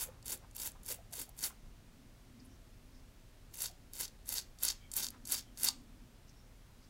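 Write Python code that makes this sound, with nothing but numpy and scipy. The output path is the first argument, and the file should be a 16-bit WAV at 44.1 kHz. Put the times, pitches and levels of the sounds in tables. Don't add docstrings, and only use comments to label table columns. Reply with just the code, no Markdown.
import sys
import numpy as np
from scipy import signal
from scipy.fft import rfft, irfft
from scipy.io import wavfile
from scipy.ndimage import uniform_filter1d

SR = 44100
rng = np.random.default_rng(int(sys.argv[2]) if len(sys.argv) > 2 else 0)


def materialize(psi):
    bounded = np.clip(np.atleast_2d(psi).T, -1, 1)
    quanta = np.round(bounded * 32767).astype(np.int16)
    wavfile.write(sys.argv[1], SR, quanta)


N = 303849
TIME = np.arange(N) / SR
TOP_HZ = 15750
FIRM_DB = -38.5


def undb(db):
    return 10 ** (np.asarray(db) / 20)


def unit(x):
    return x / np.sqrt(np.mean(x ** 2))


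def colour(x, spectrum, modes=(), size=4096):
    f = np.maximum(np.arange(size // 2 + 1) * SR / size, 1)
    hz, db = np.transpose(spectrum)
    db = np.interp(np.log(f), np.log(hz), db)
    for centre, width, lift in modes:
        db = db + lift / (1 + (2 * (f - centre) / width) ** 2)
    cepstrum = irfft(np.log(undb(db)))
    cepstrum[1:size // 2] *= 2
    cepstrum[size // 2 + 1:] = 0
    impulse = irfft(np.exp(rfft(cepstrum)))
    return signal.fftconvolve(x, impulse)[:len(x)]


def resonate(x, hz, width):
    b, a = signal.iirpeak(hz, hz / width, fs=SR)
    return signal.lfilter(b, a, x)


def narrow_noise(hz, width):
    once = resonate(rng.standard_normal(N), hz, width)
    return unit(resonate(once, hz, width))


def walk(rate, size=16384):
    return np.interp(TIME * rate, np.arange(size), rng.standard_normal(size))


# touch_s, push_s (touch to bite), slide_s (bite to edge),
# tips_touch_db, tips_bite_db, tips_edge_db, tufts_edge_db
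BRUSH_STROKES = [(-.05, 0.064, 0.026, -49, -37.5, -40, -55.5),
                 (.26, 0.062, 0.015, -51.5, -37.5, -41.5, -50), (.56, .06, 0.051, -51.5, -43, -43.5, -52),
                 (.856, 0.056, 0.015, -53.5, -37.5, -41.5, -50.5),
                 (1.131, 0.064, 0.029, -50, -39, -45.5, -52.5), (1.385, 0.052, 0.029, -50.5, -37, -37, -48),
                 (3.545, 0.077, 0.044, -53.5, -39.5, -46, -43),
                 (3.939, 0.069, 0.041, -52.5, -38.5, -47, -42),
                 (4.272, 0.063, 0.054, -53.5, -37, -44.5, -37.5), (4.6, 0.038, 0.063, -57, -37, -45, -34.5),
                 (4.932, .04, .082, -51.5, -37.5, -44, -41.5), (5.27, .054, 0.06, -54, -34.5, -48, -41),
                 (5.578, 0.066, 0.039, -54, -33.5, -42.5, -34.5)]
TUFTS_UNDER_DB = 5
APPROACH_DB_PER_S = 1000
BITE_DB, CATCH_S = 5, 0.011
SETTLE_S = 0.06
TIPS_RELEASE_DB_PER_S, TUFTS_RELEASE_DB_PER_S = 580, 558
SURGE_HZ, SURGE_DB = 69.75, 2.3


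def stroke_levels():
    tips, tufts = np.zeros(N), np.zeros(N)
    for touch, push, slide, touch_db, bite_db, edge_db, tuft_db in BRUSH_STROKES:
        t = TIME - touch
        stages = [0, max(push - CATCH_S, 0), push, push + slide]
        build = np.array([touch_db, bite_db - BITE_DB, bite_db])
        approach = APPROACH_DB_PER_S * np.clip(t, -1, 0)
        past_edge = np.clip(t - push - slide, 0, 1)
        settled = np.expm1(-np.clip(t - push, 0, slide) / SETTLE_S) / np.expm1(-slide / SETTLE_S)
        tips_db = np.interp(t, stages[:-1], build) + (edge_db - bite_db) * settled
        tufts_db = np.interp(t, stages, [*(build - TUFTS_UNDER_DB), tuft_db])
        tips += undb(approach + tips_db - TIPS_RELEASE_DB_PER_S * past_edge)
        tufts += undb(approach + tufts_db - TUFTS_RELEASE_DB_PER_S * past_edge)
    surge = undb(SURGE_DB * walk(SURGE_HZ))
    return tips * surge, tufts * surge


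def slips(force, rate, spread_db, bunch_hz, bunch_db, low_hz, high_hz, crack, recruit, count=10, size=16000):
    out = np.zeros(N)
    touching = np.clip(force / undb(FIRM_DB), .02, 1) ** recruit
    for hz in np.geomspace(low_hz, high_hz, count):
        when, luck, strength, side = rng.random((size, 4)).T
        at = (when * N).astype(int)
        slipped = luck < touching[at] * rate / count * N / SR / size
        sizes = undb(-spread_db * np.log(strength + .015)) * np.sign(side - .5)
        clicks = np.bincount(at, sizes * slipped, N)
        out += crack * clicks + resonate(clicks, hz, hz / 5)
    out *= undb(bunch_db * walk(bunch_hz))
    nearby_power = uniform_filter1d(out ** 2, size=1000)
    return force * out / np.sqrt(nearby_power + 1e-4)


# freq_hz, gain_db (before the layer trim)
TIP_TONE = [(120, -6.5), (400, 1), (700, -3), (1200, -7.5), (2400, -1.5), (3500, -2.5), (4600, -17.5),
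            (6000, -7.5), (8000, -2.5), (11000, -2), (14000, -4), (16000, 4)]
# freq_hz, gain_db (before the layer trim)
TUFT_TONE = [(200, -20), (900, -8.5), (2300, -6), (3300, -3), (4400, -4), (6000, -1.5), (7500, -5.5),
             (10000, -6.5), (16000, -17)]


def brush(tip_force, tuft_force):
    tips = slips(tip_force, rate=12000, spread_db=4.0, bunch_hz=400.5, bunch_db=3.5,
                 low_hz=6530, high_hz=14900, crack=0.42, recruit=.8)
    tufts = slips(tuft_force, rate=5000, spread_db=5.0, bunch_hz=257.3, bunch_db=0.0,
                  low_hz=3800, high_hz=7500, crack=0.5, recruit=.7)
    return undb(-3.0) * colour(tips, TIP_TONE) + undb(-4.0) * colour(tufts, TUFT_TONE)


# freq_hz, width_hz, lift_db
BODY_MODES = [(937, 160, 10.5), (1505, 360, 8.5), (2066, 97, 7), (2730, 160, 4.5), (3180, 100, 5),
              (3710, 310, 9), (4424, 273, 11.5), (4740, 220, 10.5), (5450, 430, 8), (5860, 180, 3),
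              (6480, 500, 8), (7330, 370, 8), (8110, 1040, 5), (9260, 110, 7), (10060, 440, 9),
              (10850, 310, 7.5), (11450, 430, 6.5), (12370, 670, 6.5), (12800, 210, 5), (14250, 540, 9.5)]


def brush_body(wires):
    return colour(wires, [(20, 0), (20000, 0)], BODY_MODES)


# freq_hz, relative_level_db
AIR_TONE = [(12, -32.5), (20, -0.5), (36, -1), (77, -13), (110, -11), (168, -18), (248, -20), (310, -26.5),
            (357, -22.5), (410, -26), (642, -26.5), (802, -30), (4300, -36.5), (5530, -37.5), (16000, -45)]
AIR_DB = -57.76
# middle_s, length_s (between the points at 1/e), level_db
DRONE_SWELLS = [(1.997, 0.25, -67), (2.418, 0.32, -61.5), (2.946, .15, -66), (5.202, 0.48, -62),
                (5.813, 0.57, -63)]
DRONE_REST_DB, RUMBLE_DB, HUM_DB = -73, -69.5, -72
HANDS_DB, HANDS_UNTIL_S, HANDS_FADE_S = -63.5, 1, 0.34


def workshop():
    air = undb(AIR_DB) * unit(colour(rng.standard_normal(N), AIR_TONE, size=16384))
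    hands = undb(HANDS_DB) * np.clip(1 - (TIME - HANDS_UNTIL_S) / HANDS_FADE_S, 0, 1)
    rumble = np.hypot(undb(RUMBLE_DB), hands) * narrow_noise(64.0, 107)
    hum = undb(HUM_DB) * narrow_noise(105.2, 23.0)
    swell = sum(undb(db) * np.exp(-(2 * (TIME - s) / length) ** 2) for s, length, db in DRONE_SWELLS)
    drone = np.hypot(undb(DRONE_REST_DB), swell) * narrow_noise(247.5, 64)
    return air + rumble + hum + drone


def room(x, low_decay_s=0.28, high_decay_s=0.24, split_hz=7000, gap_s=0.0037):
    t = TIME[:SR // 2]
    echoes = rng.standard_normal(len(t)) * (t > gap_s)
    low = signal.sosfilt(signal.butter(2, split_hz, fs=SR, output="sos"), echoes)
    tail = low * 0.0012 ** (t / low_decay_s) + 0.63 * echoes * 0.0012 ** (t / high_decay_s)
    return signal.fftconvolve(x, tail / np.sqrt(np.sum(tail ** 2)))[:N]


# middle_s, length_s (between the points at 1/e), pitch_hz, width_hz, level_db (before the layer trim)
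GLOVE_RUBS = [(0.083, 0.047, 520, 110, -61), (0.098, 0.19, 890, 600, -68.5), (.315, 0.089, 433, 220, -58.5),
              (0.44, 0.033, 830, 600, -62), (.759, 0.02, 890, 500, -64.5), (.914, 0.053, 447, 240, -57),
              (.995, 0.038, 680, 110, -63), (1.132, .025, 688, 80, -59.5), (1.194, 0.047, 330, 350, -57),
              (1.289, .02, 690, 150, -62), (1.502, 0.04, 935, 500, -62.5), (2.405, .015, 5070, 800, -66),
              (2.457, .022, 10300, 1500, -66), (2.531, .07, 5800, 900, -75), (2.972, .1, 5300, 1200, -75.5),
              (3.712, .05, 700, 120, -67), (4.84, .06, 2280, 160, -71), (4.841, .09, 3190, 180, -72),
              (5.144, .04, 940, 890, -61), (5.47, .05, 3200, 200, -74.5), (6.293, 0.026, 5760, 1500, -66.5),
              (6.38, .07, 5470, 300, -76), (6.83, .07, 5000, 1500, -73.5)]


def glove(grains_per_s=700, size=16384):
    out, t = np.zeros(N + 2 * size), TIME[:size] - TIME[size // 2]
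    for s, length, hz, width, db in GLOVE_RUBS:
        grains = rng.standard_normal(size) * (0.084 + (rng.random(size) < grains_per_s / SR))
        ring = unit(resonate(resonate(grains, hz, width), hz, 2 * width))
        swell = np.exp(-(2 * t / length) ** 2)
        start = int(s * SR) + size // 2
        out[start:start + size] += undb(db) * swell * ring
    return out[size:size + N] * undb(1.0)


STRAY_EARLY_S, STRAY_LATE_S = .035, .04
STRAY_DB, STRAY_SPREAD_DB = -22, 4.5
STRAY_FOLLOW = 0.64
SHORT_WIRE_HZ, LONG_WIRE_HZ, WIRE_SPREAD, STRAY_CHATTER = 10400, 5260, 0.13, 0.58


def stray_snaps(tip_force, tuft_force, count=7):
    rows = []
    for touch, push, slide, *_ in BRUSH_STROKES:
        places = (np.arange(count) + rng.random(count)) / count
        times = touch - STRAY_EARLY_S + places * (STRAY_EARLY_S + push + slide + STRAY_LATE_S)
        for s, (strength, length) in zip(times, rng.standard_normal((count, 2))):
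            if s > 0:
                i = int(s * SR)
                push_db = 20 * np.log10(max(tip_force[i], tuft_force[i]))
                db = STRAY_DB + STRAY_FOLLOW * (push_db - FIRM_DB) + STRAY_SPREAD_DB * strength
                wire_hz = SHORT_WIRE_HZ if tip_force[i] > tuft_force[i] else LONG_WIRE_HZ
                hz = min(wire_hz * np.exp(WIRE_SPREAD * length), TOP_HZ)
                rows.append((s, db, hz, STRAY_CHATTER))
    return rows


# start_s, energy_db (before the layer trim), pitch_hz, chatter (share, 0 to 1)
SINGLE_WIRES = [(.2272, -35, 4700, .3), (.2654, -22, 10700, .15), (.2814, -19, 10100, .1),
                (.301, -23, 10100, .5), (.5116, -36, 7500, .3), (.5658, -18.5, 11700, 0.14),
                (.5998, -19, 12100, .5), (.6637, -18, 11500, .6), (.7188, -31, 9600, .1),
                (.8328, -33, 11300, .3), (.8623, -21, 11000, .3), (1.1335, -29, 7300, 0.47),
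                (1.292, -29.5, 12500, 0.41), (1.3905, -21.5, 8400, .2), (1.4386, -11, 4800, 0.43),
                (3.606, -18, 7200, .15), (3.6196, -10, 10700, .6), (3.6585, -18.5, 4070, 0.16),
                (3.9354, -21.5, 11300, .13), (4.0798, -30, 4680, 0.27), (4.259, -34, 9000, .6),
                (4.2775, -26, 11600, .2), (4.291, -10.5, 11000, 0.14), (4.3401, -12, 12500, .4),
                (4.3826, -11, 4830, 0.2), (4.5866, -33, 5300, 0.54), (4.6335, -3.5, 12100, 0.58),
                (4.65, -5.5, 10300, 0.84), (4.6872, -7.5, 4800, 0.18), (4.9164, -19, 8200, 0.28),
                (4.9376, -14.5, 11200, .35), (4.9653, -5.5, 12100, .7), (5.0451, -14, 4730, 0.17),
                (5.0674, -16, 4770, 0.17), (5.0862, -19, 4800, 0.17), (5.1038, -24, 10980, .45),
                (5.253, -22, 7000, .8), (5.273, -19, 10200, .4), (5.3205, -3.5, 10800, 0.94),
                (5.3374, -17, 7000, .1), (5.574, -26, 5900, 0.37), (5.5976, -25, 10500, .2),
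                (5.6338, -5.5, 10200, 0.12), (5.6475, -4, 13500, 0.36), (5.6864, -3, 4440, .36)]
# freq_hz, relative_level_db
SNAP_TONE = [(200, -19), (900, -10.5), (2300, -10.5), (4000, -3.5), (8000, 0.5), (16000, -2.5)]


def snaps(rows, width_hz=3000, crack=0.17, chatter_s=0.0058, size=1024):
    out, t = np.zeros(N + size), TIME[:size]
    for s, db, hz, chatter in rows:
        push = chatter * rng.standard_normal(size) * np.exp(-t / (chatter * chatter_s))
        push[0] = 1
        ring = colour(crack * push + resonate(push, hz, width_hz), SNAP_TONE, size=size)
        start = int(s * SR)
        out[start:start + size] += undb(db) * ring / np.sqrt(np.sum(ring ** 2))
    return undb(-6.5) * out[:N]


def knock(at_s=5.687, hz=1000, width_hz=350, decay_s=0.0076, db=-46):
    t = TIME - at_s
    return undb(db) * (t > 0) * np.exp(-np.abs(t) / decay_s) * narrow_noise(hz, width_hz)


def scene():
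    forces = stroke_levels()
    wires = brush(*forces) + snaps(SINGLE_WIRES + stray_snaps(*forces))
    handling = glove() + knock()
    near = brush_body(wires) + handling
    echo = undb(-11.5) * room(wires + handling)
    return (near + echo + workshop())[None]


def record(dry):
    return signal.sosfilt(signal.ellip(10, .2, 70, TOP_HZ, fs=SR, output="sos"), dry)


dry = scene()
out = record(dry)
materialize(out)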